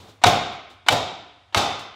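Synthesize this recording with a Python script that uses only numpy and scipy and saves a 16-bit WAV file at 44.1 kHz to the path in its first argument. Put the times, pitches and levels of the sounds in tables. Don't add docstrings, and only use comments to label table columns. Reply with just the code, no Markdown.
import sys
import numpy as np
from scipy import signal
from scipy.fft import rfft, irfft
from scipy.io import wavfile
from scipy.ndimage import uniform_filter1d, minimum_filter1d

SR = 44100
rng = np.random.default_rng(int(sys.argv[2]) if len(sys.argv) > 2 else 0)


def unload_wav(signal):
    wavfile.write(
        sys.argv[1],
        SR,
        np.round(np.clip(np.atleast_2d(signal).T, -1, 1) * 32767).astype(np.int16),
    )


N = 85995


def amp(db):
    return 10 ** (np.asarray(db) / 20)


def read(points, hz, axis=1):
    table = np.array(points, float)
    return np.interp(np.log(hz + 1), np.log(table[:, 0] + 1), table[:, axis])


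def add(mix, s, sound):
    part = mix[max(round(s * SR), 0):][:len(sound)]
    part += sound[:len(part)]


def noise(spectrum, tilt_db=0):
    hz = np.fft.rfftfreq(N, 1 / SR)
    gain = amp(read(spectrum, hz) + tilt_db * np.log2(hz + 20))
    x = irfft(rfft(rng.standard_normal(N)) * gain, N)
    return x / x.std()


def envelope(rise, hold, t60):
    t = np.arange(N) / SR
    attack = np.minimum(t / rise, 1)
    return attack * amp(-60 * np.maximum(t - rise - hold, 0) / t60)


def modes(table, spot, rise):
    t = np.arange(N) / SR
    out = np.zeros(N)
    for hz, t60, *db in table:
        sine = np.sin(2 * np.pi * (hz * t + rng.random()))
        out += amp(db[spot]) * envelope(rise, 0, t60) * sine
    return out


# f/Hz, relative level/dB per Hz
AIR_SPECTRUM = [(20, -44), (35, -23), (48, -20.5), (65, -3.5), (100, 2), (160, -21), (300, -23),
                (700, -15.5), (2000, -20), (5000, -28.5), (9000, -39.5), (16000, -61.5)]
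AIR_DB = -60.5


def still_air():
    return amp(AIR_DB) * noise(AIR_SPECTRUM)


# f/Hz, relative level/dB per Hz
SLIDE_SPECTRUM = [(30, -34), (100, 8), (200, -4), (400, -4.5), (950, -6.5), (1800, -16), (3600, -14.5),
                  (6000, -30.5), (15000, -35.5)]
SLIDE_DB, SLIDE_HOLD_S, SLIDE_T60_S = -48.5, 0.086, 0.51
SLIDE_RING_DB = -33.5
# t/s, level/dB, rise/s, t60/s
SCUFF_EVENTS = [(0.0, -50, 0.0017, 0.61), (0.068, -50.5, 0.031, 0.17), (0.518, -50, .01, 0.17),
                (0.695, -51.5, .008, 0.24), (1.791, -39.5, 0.0011, 0.19)]
# f/Hz, relative level/dB per Hz
SCUFF_SPECTRUM = [(60, -6.5), (400, 5), (1000, -0.5), (2000, -13.5), (3700, 1), (5000, -6.5), (7500, -11),
                  (9000, -17), (15000, -25.5)]


def handling():
    out = amp(SLIDE_DB) * noise(SLIDE_SPECTRUM) * envelope(.002, SLIDE_HOLD_S, SLIDE_T60_S)
    out += amp(SLIDE_RING_DB) * modes(RING_MODES, 2, RING_RISE_S)
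    for s, db, rise, t60 in SCUFF_EVENTS:
        add(out, s, amp(db) * noise(SCUFF_SPECTRUM) * envelope(rise, 0, t60))
    return out


# level/dB for blow 1, 2, 3
LEAD_LEVELS = [-40.5, -35, -47.5]
LEAD_S = .022


def lead(spot):
    burr = noise(CLASH_SPECTRUM, tilt_db=-2.4) * envelope(.0015, LEAD_S, .02)
    return amp(LEAD_LEVELS[spot]) * burr


# f/Hz, relative level/dB per Hz
CLASH_SPECTRUM = [(20, -65), (120, -46.5), (300, -4.5), (500, -10), (750, 2), (1300, -1.5), (1800, -4),
                  (2600, -3.5), (3800, -1.5), (5200, -12), (7600, -16.5), (8600, -22), (10500, -26.5),
                  (16000, -35)]
CLASH_DB, CLASH_RISE_S, CLASH_HOLD_S, CLASH_T60_S = -8.5, 0.00059, 0.0035, 0.028
# f/Hz, relative level/dB per Hz
CRACK_SPECTRUM = [(20, -77), (300, -39.5), (1500, 3.5), (3500, 0), (7500, -1.5), (9000, -9), (16000, -23)]
CRACK_DB, CRACK_T60_S = -10.5, 0.019
# f/Hz, t60/s, relative level/dB in blow 1, 2, 3
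CASING_MODES = [(650, .05, -20, -24, -27), (735, .06, -11, -22, -24), (780, .06, -14, -15, -20),
                (880, .05, -14, -15, -12), (950, .045, -13, -18, -14), (1245, .06, -21, -22, -18),
                (1480, .04, -15, -13, -17), (1850, .04, -20, -19, -34), (2135, .07, -30, -26, -14),
                (2310, .07, -23, -14, -25), (3000, .04, -30, -12, -18), (3530, .06, -22, -21, -21),
                (3720, .07, -22, -18, -19), (3900, .06, -22, -25, -27)]
CASING_DB = 3.36
CLACK_LOW_HZ = 430


def clack(spot, bright_db):
    clash = noise(CLASH_SPECTRUM, bright_db) * envelope(CLASH_RISE_S, CLASH_HOLD_S, CLASH_T60_S)
    crack = noise(CRACK_SPECTRUM, bright_db) * envelope(CLASH_RISE_S, 0, CRACK_T60_S)
    casing = modes(CASING_MODES, spot, CLASH_RISE_S)
    blow = amp(CLASH_DB) * clash + amp(CRACK_DB) * crack + amp(CASING_DB) * casing
    highpass = signal.butter(2, CLACK_LOW_HZ, "high", fs=SR, output="sos")
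    return signal.sosfilt(highpass, blow)


# f/Hz, t60/s, relative level/dB in blow 1, 2, 3
RING_MODES = [(102, .7, -40, -42, -34), (689, .65, -27, -29, -31), (716, .68, -18, -24, -33),
              (745, .6, -32, -28, -30), (779, .66, -21, -28, -30), (813, .7, -38, -38, -27),
              (852, .6, -26, -34, -30), (881, .6, -29, -32, -38), (1238, .75, -33, -43, -30),
              (2303, .8, -42, -38, -44), (3585, .7, -38, -41, -30), (3630, .7, -29, -37, -42),
              (3722, .7, -35, -33, -37)]
RING_DB, RING_RISE_S = -1, 0.047


def ring(spot):
    return amp(RING_DB) * modes(RING_MODES, spot, RING_RISE_S)


# f/Hz, t60/s, relative level/dB per Hz
GARAGE_DECAY = [(20, .7, -34.5), (45, 0.42, -32.5), (70.7, 0.78, -4), (108, 0.71, -6), (168, 0.71, -6.5),
                (315, 0.83, -6.5), (475, 0.69, -3.5), (549, 0.65, -1), (720, 0.77, 1.5), (930, .78, -4),
                (1380, 0.9, -7), (1700, 0.86, -15), (2210, 0.9, -9.5), (2920, 0.88, -12.5),
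                (3516, 0.89, -9), (3585, 0.84, -6), (4240, 0.77, -13), (5590, 0.64, -15.5),
                (7970, 0.51, -21.5), (8200, 0.47, -25.5), (11000, 0.38, -30), (16000, .3, -37.5)]
ROOM_DB, ROOM_DELAY_S, ROOM_BUILD_S = -14.5, 0.0059, 0.021
GRAIN_DB = 3
BASS_HZ, BASS_START = 520, 0.17


def garage(bright_db, jolt_s):
    hz, frame_s, bins = signal.stft(rng.standard_normal(N), SR, nperseg=1024)
    uneven_db = GRAIN_DB * rng.standard_normal(len(hz)) * np.minimum(hz / 1600, 1)
    colour = amp(read(GARAGE_DECAY, hz, axis=2) + bright_db * np.log2(hz + 20) + uneven_db)
    colour /= np.sqrt(np.mean(colour ** 2))
    decay = amp(-60 * frame_s / read(GARAGE_DECAY, hz)[:, None])
    bins = bins * colour[:, None] * decay
    low = 1 / (1 + (hz[:, None] / BASS_HZ) ** 8)
    bass, treble = signal.istft(np.array([bins * low, bins * (1 - low)]), SR)[1][:, :N]
    t = np.arange(N) / SR
    treble_build = np.clip((t - ROOM_DELAY_S) / ROOM_BUILD_S, 0, 1)
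    bass_swell = np.clip((t / jolt_s - BASS_START) / (1 - BASS_START), 0, 1)
    return amp(ROOM_DB) * (treble * treble_build + bass * bass_swell)


# f/Hz, relative level/dB per Hz
THUMP_SPECTRUM = [(25, -32), (45, -24.5), (70, -18.5), (105, 5.5), (170, -3.5), (300, -9.5), (520, -3),
                  (900, -15), (2500, -36)]
THUMP_DB, THUMP_RISE_S, THUMP_HOLD_S, THUMP_T60_S = -23.5, 0.00623, 0.0097, 0.29


def thump():
    return amp(THUMP_DB) * noise(THUMP_SPECTRUM) * envelope(THUMP_RISE_S, THUMP_HOLD_S, THUMP_T60_S)


BOOM_HZ, BOOM_DB, BOOM_T60_S = 96.3, -24, .13


def boom():
    sine = np.sin(2 * np.pi * BOOM_HZ * np.arange(N) / SR)
    return amp(BOOM_DB) * sine * envelope(THUMP_RISE_S, 0, BOOM_T60_S)


CHATTER_DB, CHATTER_RISE_S, CHATTER_HOLD_S, CHATTER_T60_S = -22, 0.0035, 0.0027, 0.056


def chatter():
    burst = noise(CLASH_SPECTRUM, tilt_db=2.1)
    return amp(CHATTER_DB) * burst * envelope(CHATTER_RISE_S, CHATTER_HOLD_S, CHATTER_T60_S)


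TINKLE_PITCHES = [14060, 14850]
TINKLE_DB, TINKLE_T60_S = -43, .13


def tinkle():
    t = np.arange(N) / SR
    pings = sum(np.sin(2 * np.pi * hz * t) for hz in TINKLE_PITCHES)
    return amp(TINKLE_DB) * pings * envelope(.003, .008, TINKLE_T60_S)


# t/s, clack level/dB, clack brightness/dB per octave,
# jolt delay/s, thump level/dB, boom level/dB, chatter level/dB, room level/dB, room brightness/dB per octave
BLOW_EVENTS = [(0.2378, 5.5, -1.5, 0.027, 4, -2.5, 6, 1.5, -0.57),
               (0.8850, -1, 0.2, 0.036, -3.5, -6, 2.5, -2.5, 0),
               (1.5458, -7, -0.7, 0.026, -11, 5, 3, -1.5, 0.32)]


def scene():
    out = still_air() + handling()
    for spot, blow in enumerate(BLOW_EVENTS):
        s, clack_db, bright_db, jolt_s, thump_db, boom_db, chatter_db, room_db, room_bright_db = blow
        add(out, s - LEAD_S, lead(spot))
        add(out, s, amp(clack_db) * clack(spot, bright_db) + ring(spot))
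        add(out, s, amp(room_db) * garage(room_bright_db, jolt_s))
        add(out, s + jolt_s - THUMP_RISE_S, amp(thump_db) * thump() + amp(boom_db) * boom())
        add(out, s + jolt_s, amp(chatter_db) * chatter())
    first_s, first_jolt_s = BLOW_EVENTS[0][0], BLOW_EVENTS[0][3]
    add(out, first_s + first_jolt_s, tinkle())
    return out[None]


LIMIT, LIMIT_S = 1, 0.0006
EDGE_HZ = 15780


def record(dry):
    size = int(LIMIT_S * SR)
    needed_gain = LIMIT / np.maximum(abs(dry), LIMIT)
    gain = uniform_filter1d(minimum_filter1d(needed_gain, size), size)
    lowpass = signal.firwin(511, EDGE_HZ, window=("kaiser", 9), fs=SR)
    return signal.oaconvolve(dry * gain, lowpass[None], "same")


dry = scene()
out = record(dry)
unload_wav(out)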